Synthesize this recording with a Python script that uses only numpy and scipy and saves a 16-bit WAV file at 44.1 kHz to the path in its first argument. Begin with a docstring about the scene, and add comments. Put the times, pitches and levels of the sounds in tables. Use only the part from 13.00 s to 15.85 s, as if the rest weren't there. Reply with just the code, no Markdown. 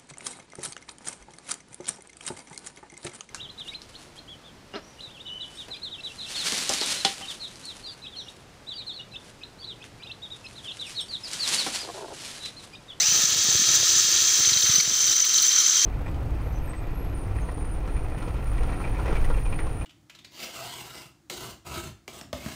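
"""Cordless drill into concrete

A drill spins up and bores into concrete, close to a small microphone. The motor and its planet gears
whine on fixed multiples of the shaft speed over the rattle of the housing. The bit scrapes, cracks grit,
squeaks as it rubs once a turn, and jolts the tool with dull thumps."""
import sys
import numpy as np
from scipy import signal
from scipy.fft import rfft, irfft, next_fast_len
from scipy.io import wavfile
from scipy.ndimage import uniform_filter1d, map_coordinates

SR = 44100
rng = np.random.default_rng(int(sys.argv[2]) if len(sys.argv) > 2 else 0)


def dump(signal):
    """Clip the signal to [-1, 1] and save it as 16-bit WAV at the path in sys.argv[1]."""
    limited = np.clip(np.atleast_2d(signal).T, -1, 1)
    pcm = np.round(limited * 32767).astype(np.int16)
    wavfile.write(sys.argv[1], SR, pcm)


N = 125685

GEARING = 15  # motor turns for each turn of the bit
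# The motor spins up, then sags a little under load: (time [s], shaft speed [turns/s])
MOTOR_SPEED = [(0, 204), (.012, 221), (.036, 264), (.06, 296), (.085, 318), (.11, 332), (.15, 342.5),
               (.22, 350.5), (.33, 354.6), (.55, 349.6), (1.3, 350.6), (1.45, 345), (1.8, 337.5),
               (2.0, 341), (2.1, 336.5), (2.26, 339.6), (2.6, 340.2), (2.69, 345.3), (2.85, 341)]
# How hard the bit is pressed in: (time [s], load [0-1])
BIT_LOAD = [(0, 0), (1.2, 0.08), (1.7, .9), (2.85, 1)]
# Fader moves of the noise layers: (time [s], housing [dB], grinding [dB], treble [dB], rumble [dB])
FADERS = [(0.0, -21.5, -26, -37.5, -46), (0.22, -21.5, -24, -34.5, -39.5), (0.44, -21, -25, -37, -41.5),
          (0.67, -21, -24, -35, -40.5), (0.83, -20.5, -23.5, -34.5, -41.5), (1.31, -19.5, -25, -35, -45),
          (1.59, -21, -25.5, -35.5, -46.5), (1.78, -22, -26, -36.5, -47.5),
          (1.97, -20.5, -25.5, -35, -44.5), (2.36, -19.5, -26, -36, -48.5),
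          (2.53, -19.5, -25.5, -36.5, -59), (2.85, -19, -26, -38.5, -57)]


def amp(db):
    return 10 ** (np.asarray(db) / 20)


def unit_rms(x):
    return x / np.sqrt(np.mean(x ** 2) + 1e-20)


def curves(rows):
    """One value per sample for each column after the time."""
    times, *columns = np.transpose(rows)
    return [np.interp(np.arange(N) / SR, times, column) for column in columns]


def wobble(rate):
    """A smooth random curve with `rate` knots a second."""
    return map_coordinates(rng.standard_normal(int(N * 400 / SR)), [np.arange(N) * rate / SR])


def filtered(x, response):
    """x shaped by a complex frequency response."""
    size = next_fast_len(N + SR // 2)
    return irfft(rfft(x, size) * response(np.fft.rfftfreq(size, 1 / SR)), size)[..., :N]


def rush(colour, grit_db, patchy_db):
    """Gritty noise of rms 1 in a given colour, with random patches of gain over time and frequency."""
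    noise = rng.standard_normal(N) * amp(grit_db * wobble(300))
    frames = signal.stft(noise, nperseg=256)[2]
    patches = uniform_filter1d(uniform_filter1d(rng.standard_normal(frames.shape), 4, 0), 10, 1)
    patchy = signal.istft(frames * amp(patchy_db * unit_rms(patches)), nperseg=256)[1][:N]
    knots_hz, db = np.transpose(colour)
    return unit_rms(filtered(patchy, lambda hz: amp(np.interp(np.log(hz + 1), np.log(knots_hz + 1), db))))


def motor_turns():
    """Running count of motor shaft turns."""
    return np.cumsum(curves(MOTOR_SPEED)[0]) / SR


def boring():
    """The bit's uneven bite shakes the housing ring, grinding and treble, over a wavering rumble."""
    # Housing resonances, at a light touch and under load: (frequency [Hz], relative level [dB])
    ring_light = [(2940, -44), (5000, -30), (5340, -9.5), (6150, 5.5), (6490, -8.5), (6670, -4.5),
                  (7450, -4.5), (7730, -14), (8600, -23.5), (11200, -89), (18900, -120)]
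    ring_loaded = [(2940, -32.5), (5000, -34), (5340, -12), (6040, 2), (6350, -2), (6670, -10.5),
                   (7420, -8), (7780, -15.5), (8140, -52), (8600, -35), (11200, -30), (18900, -120)]
    # Bit scraping concrete, at a light touch and under load: (frequency [Hz], relative level [dB])
    grind_light = [(530, -45), (900, -30.5), (1110, -25), (1250, -7.5), (1520, -14.5), (1770, -6),
                   (2020, -14), (2850, -9.5), (3070, -8.5), (3190, -6), (3440, -8), (3710, -2),
                   (4000, -1.5), (5500, -2.5), (7150, -16), (12100, -120)]
    grind_loaded = [(530, -75), (900, -35), (1000, -19.5), (1090, -27), (1160, -14.5), (1270, -8.5),
                    (1560, -12), (2340, -12.5), (2680, -16.5), (3120, -7), (3390, -8.5), (3970, -2),
                    (4980, -4), (5500, -3.5), (7150, -21), (12100, -120)]
    # Sizzle on top and rumble underneath: (frequency [Hz], relative level [dB])
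    treble_colour = [(4710, -55), (8000, 1), (8350, -5), (9080, -2), (10300, -11.5), (11300, -13.5),
                     (12400, -20), (13400, -17.5), (14900, 2), (15700, -5.5)]
    rumble_colour = [(15, -47), (25, -3), (102, 5.5), (219, -9), (335, -1.5), (419, -3), (827, -8.5),
                     (1100, -8), (1430, -25), (2420, -120)]
    ring_db, grind_db, treble_db, rumble_db = curves(FADERS)
    load = curves(BIT_LOAD)[0]
    light, heavy = np.sqrt(1 - load), np.sqrt(load)  # equal-power crossfade
    once_a_turn = np.cos(2 * np.pi * motor_turns() / GEARING + 3.4)
    bite_db = 0.27 * wobble(15) + 0.78 * wobble(39.73) + 0.26 * load * once_a_turn
    ring = light * rush(ring_light, grit_db=1.5, patchy_db=.4)
    ring += heavy * rush(ring_loaded, grit_db=1.5, patchy_db=.4)
    grind = light * rush(grind_light, grit_db=0.92, patchy_db=-0.75)
    grind += heavy * rush(grind_loaded, grit_db=-1.0, patchy_db=1.1)
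    ring *= amp(ring_db - 1.62 + bite_db)
    grind *= amp(grind_db - 0.86 + 0.37 * bite_db)
    treble = amp(treble_db + 1.3 + 0.74 * bite_db) * rush(treble_colour, grit_db=1.96, patchy_db=1.0)
    rumble = amp(rumble_db - 2.0 + 3.1 * wobble(15)) * rush(rumble_colour, grit_db=1.5, patchy_db=-1.5)
    return ring + grind + treble + rumble


def motor_whine(spin_up_s=.11, housing_hz=6000, half_width_hz=250, resonance_db=12):
    """Unsteady motor and gear tones swell near the housing resonance and throb under load."""
    # Pitch of each tone: (multiple of the shaft speed)
    multiples = [1, 2, 3, 4, 25 / 3, 28 / 3, 31 / 3, 18, 19, 58 / 3, 62 / 3]
    # Voicing of each tone: (light-touch level [dB], loaded level [dB], spin-up gain [dB], throb [0-1])
    voicing = np.array([(-54, -57, -12, .4), (-62, -71, 0, .2), (-56, -58.5, 9, .4), (-59, -62, 3, .2),
               (-52, -54, 0, .5), (-38, -39.5, 3, .8), (-46, -54, 0, .5), (-34.5, -36, 1, .6),
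               (-47, -58, 0, .5), (-37, -56, 9, .5), (-45, -54, 0, .5)])
    load, ring_db, speed = curves(BIT_LOAD)[0], curves(FADERS)[0], curves(MOTOR_SPEED)[0]
    turns = motor_turns()
    throb = load * np.cos(4 * np.pi * turns / GEARING + 0.83)  # twice for each turn of the bit
    spin_up = np.exp(-(np.arange(N) / SR / spin_up_s) ** 2)
    phase_jitter = (.012 + .022 * load) * wobble(110)
    tones = np.zeros(N)
    for multiple, (light_db, loaded_db, spin_up_db, depth) in zip(multiples, voicing):
        base_db = light_db + (loaded_db - light_db) * load + spin_up_db * spin_up
        swell_db = resonance_db / (1 + ((multiple * speed - housing_hz) / half_width_hz) ** 2)
        waver_db = (1.5 + 2 * load) * wobble(120)
        level = amp(base_db + swell_db + waver_db) * (1 + depth * throb)
        phase = 2 * np.pi * (multiple * turns + rng.random()) + multiple * phase_jitter
        tones += level * np.sqrt(2) * np.sin(phase)
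    return tones * amp(ring_db - ring_db.mean())  # rides the housing fader


def rub(modes, length_s, fall):
    """One rub: a burst of narrow noise in each mode, sinking by the fraction `fall` of its pitch."""
    t = np.arange(1024) / SR
    hz = np.fft.fftfreq(len(t), 1 / SR)
    envelope = np.sin(np.pi * np.clip(t / length_s, 0, 1) ** 0.52)
    glide = t + fall * (t / 2 - t * t / (2 * length_s))
    burst = np.zeros(len(t))
    for pitch_hz, half_width_hz, db in modes:
        noise = np.exp(2j * np.pi * rng.random(len(t)))
        rough = np.fft.ifft(np.fft.fft(noise) / (1 + (hz / half_width_hz) ** 2))
        carrier = np.exp(2j * np.pi * pitch_hz * glide)
        squeal = (0.14 + rough / np.abs(rough).mean()) * carrier
        burst += amp(db) * unit_rms(squeal.real)
    return envelope * burst


def bit_squeaks():
    """The rubbing bit squeals with a crunch an octave below, and chirps in its high modes."""
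    # Squeals, in runs about a turn apart: (time [s], relative level [dB], pitch [Hz], crunch [dB])
    squeals = [(1.1275, -12.5, 4440, -37), (1.1712, -14.5, 3700, -44), (1.4471, -14, 3680, -19.5),
               (1.489, -12.5, 4130, -19.5), (1.5298, -8.5, 4060, -49), (1.571, -11.5, 3970, -21.5),
               (1.6212, -11.5, 3830, -25.5), (1.6612, -12, 4180, -22), (1.6948, -11, 3920, -25),
               (1.75, -9, 4190, -22), (1.7978, -10, 4444, -16), (1.8484, -17, 3910, -29),
               (2.077, -12.5, 4620, -30), (2.1236, -16, 3780, -24), (2.1607, -21, 4230, -29),
               (2.241, -15.5, 4210, -23), (2.3366, -11, 4270, -43), (2.3795, -9, 4310, -35),
               (2.4268, -16, 4170, -34), (2.5137, -13, 4130, -33), (2.5577, -25, 4020, -55.5),
               (2.601, -18, 3800, -26)]
    # Bright chirps: (time [s], relative level [dB])
    chirps = [(0.8239, -38), (1.2804, -39), (1.3921, -21), (1.432, -31), (1.5133, -40), (1.5877, -45),
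              (1.6655, -25), (1.7114, -40), (1.754, -21), (1.9319, -35), (2.0217, -33), (2.0656, -22),
              (2.1115, -22), (2.1609, -21), (2.248, -21), (2.2886, -24), (2.3375, -19), (2.3764, -20),
              (2.422, -17), (2.4697, -22.5), (2.5096, -37), (2.6687, -75)]
    # High modes of the bit: (frequency [Hz], half-width [Hz], relative level [dB])
    bit_modes = [(8620, 300, 3.5), (11730, 120, -6), (15440, 120, 9.5)]
    out = np.zeros(N + SR)
    for time_s, db, pitch_hz, crunch_db in squeals:
        modes = [(pitch_hz, 390, db - 11.5), (pitch_hz / 2, 300, crunch_db - 13)]
        out[round(time_s * SR):][:1024] += rub(modes, length_s=0.015, fall=0.11)
    for time_s, db in chirps:
        out[round(time_s * SR):][:1024] += amp(db - 19.5) * rub(bit_modes, length_s=0.0083, fall=0)
    return out[:N]


def thumps(delay_s=0.00776, push_t60_s=0.036, knock_hz=423, knock_t60_s=0.015):
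    """Each jolt is a low push that rings a cycle or two, falling in pitch, led by a sharper knock."""
    # Jolts of the tool: (time [s], relative push level [dB], final pitch [Hz], knock level [dB])
    jolts = [(0.024, -38, 126, -33), (0.078, -32, 91.5, -42), (0.114, -33, 125, -46),
             (0.184, -37, 166, -36), (0.228, -31.5, 156, -38), (0.283, -41, 117, -35),
             (0.352, -35, 118, -34), (0.396, -46, 118, -48), (0.44, -36, 167, -35), (0.479, -29, 133, -26),
             (0.543, -24.5, 95, -24.5), (0.587, -31.5, 168, -49), (0.609, -32.5, 184, -64),
             (0.678, -32, 91.5, -38), (0.691, -32, 121, -42), (0.796, -41, 147, -42),
             (0.822, -31, 91.5, -25.5), (0.954, -33.5, 110, -35), (1.038, -37, 132, -45),
             (1.08, -40, 140, -31.5), (1.213, -45, 114, -31), (1.391, -31, 105, -39),
             (1.466, -29.5, 91.5, -30), (1.511, -29.5, 101, -47), (1.555, -32, 116, -32),
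             (1.631, -33, 108, -30), (1.687, -23, 102, -40), (1.734, -37, 185, -42),
             (1.775, -28.5, 131, -36), (1.869, -31, 114, -36.5), (1.907, -37, 180, -37),
             (1.998, -56, 96.9, -42)]
    out, t = np.zeros(N + SR), np.arange(4096) / SR
    for time_s, push_db, pitch_hz, knock_db in jolts:
        cycles = pitch_hz * (t + 0.0021 * (1 - np.exp(-t / 0.0036)))
        push = amp(push_db + 3 - 60 * t / push_t60_s) * np.sin(2 * np.pi * cycles)
        detune = rng.uniform(0.73, 1.53)
        knock = amp(knock_db - 60 * t / knock_t60_s) * np.sin(2 * np.pi * knock_hz * detune * t)
        out[round((time_s + delay_s) * SR):][:len(t)] -= push + knock
    return out[:N]


def grit_chatter(grains_per_s=400, base_db=-30.5, centre_hz=3620):
    """Grit cracks under the tip: tiny pings at random times, swelling once for each turn of the bit."""
    samples = np.arange(128)
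    when, tuning, strength = rng.random((int(grains_per_s * N / SR), 3)).T
    onsets = (when * (N - len(samples))).astype(int)
    swell_db = 3 * np.cos(2 * np.pi * motor_turns()[onsets] / GEARING + 2.97)
    level = amp(base_db + swell_db + 7.9 * strength)
    pitch_hz = centre_hz * np.exp(0.97 * (tuning - .5))
    cycles = np.outer(pitch_hz, samples / SR)
    envelope = np.exp(-cycles / 2.5) * (1 - np.exp(-cycles))
    grains = level[:, None] * envelope * np.sin(2 * np.pi * cycles)
    return np.bincount((onsets[:, None] + samples).ravel(), grains.ravel(), N)


def level_dips():
    """A gain that drops suddenly now and then and creeps back."""
    # Brief dips in level: (time [s], depth [dB], recovery time constant [s])
    dips = [(.262, -5.5, 0.024), (.35, -5, 0.023), (1.547, -2.5, .02), (1.813, -4, 0.17), (2.138, -4, 0.18),
            (2.27, -2, 0.018)]
    t, gain_db = np.arange(N) / SR, np.zeros(N)
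    for time_s, depth_db, recovery_s in dips:
        gain_db += depth_db * (t > time_s) * np.exp(-np.abs(t - time_s) / recovery_s)
    return amp(uniform_filter1d(gain_db, size=200))


def scene():
    """The drill in mono: its running layers dip together, with squeaks and thumps on top."""
    running = motor_whine() + boring() + grit_chatter()
    return (running * level_dips() + bit_squeaks() + thumps())[None]


def record(dry):
    """The small microphone loses the deep bass; nothing passes above the band limit."""
    bass_cut_hz, top_hz = 86, 15600

    def response(hz):
        s = 1j * hz / bass_cut_hz
        high_pass = s ** 2 / (1 + 1.4 * s + s ** 2)
        return high_pass * (hz < top_hz)

    return filtered(dry, response)


dry = scene()
out = record(dry)
dump(out)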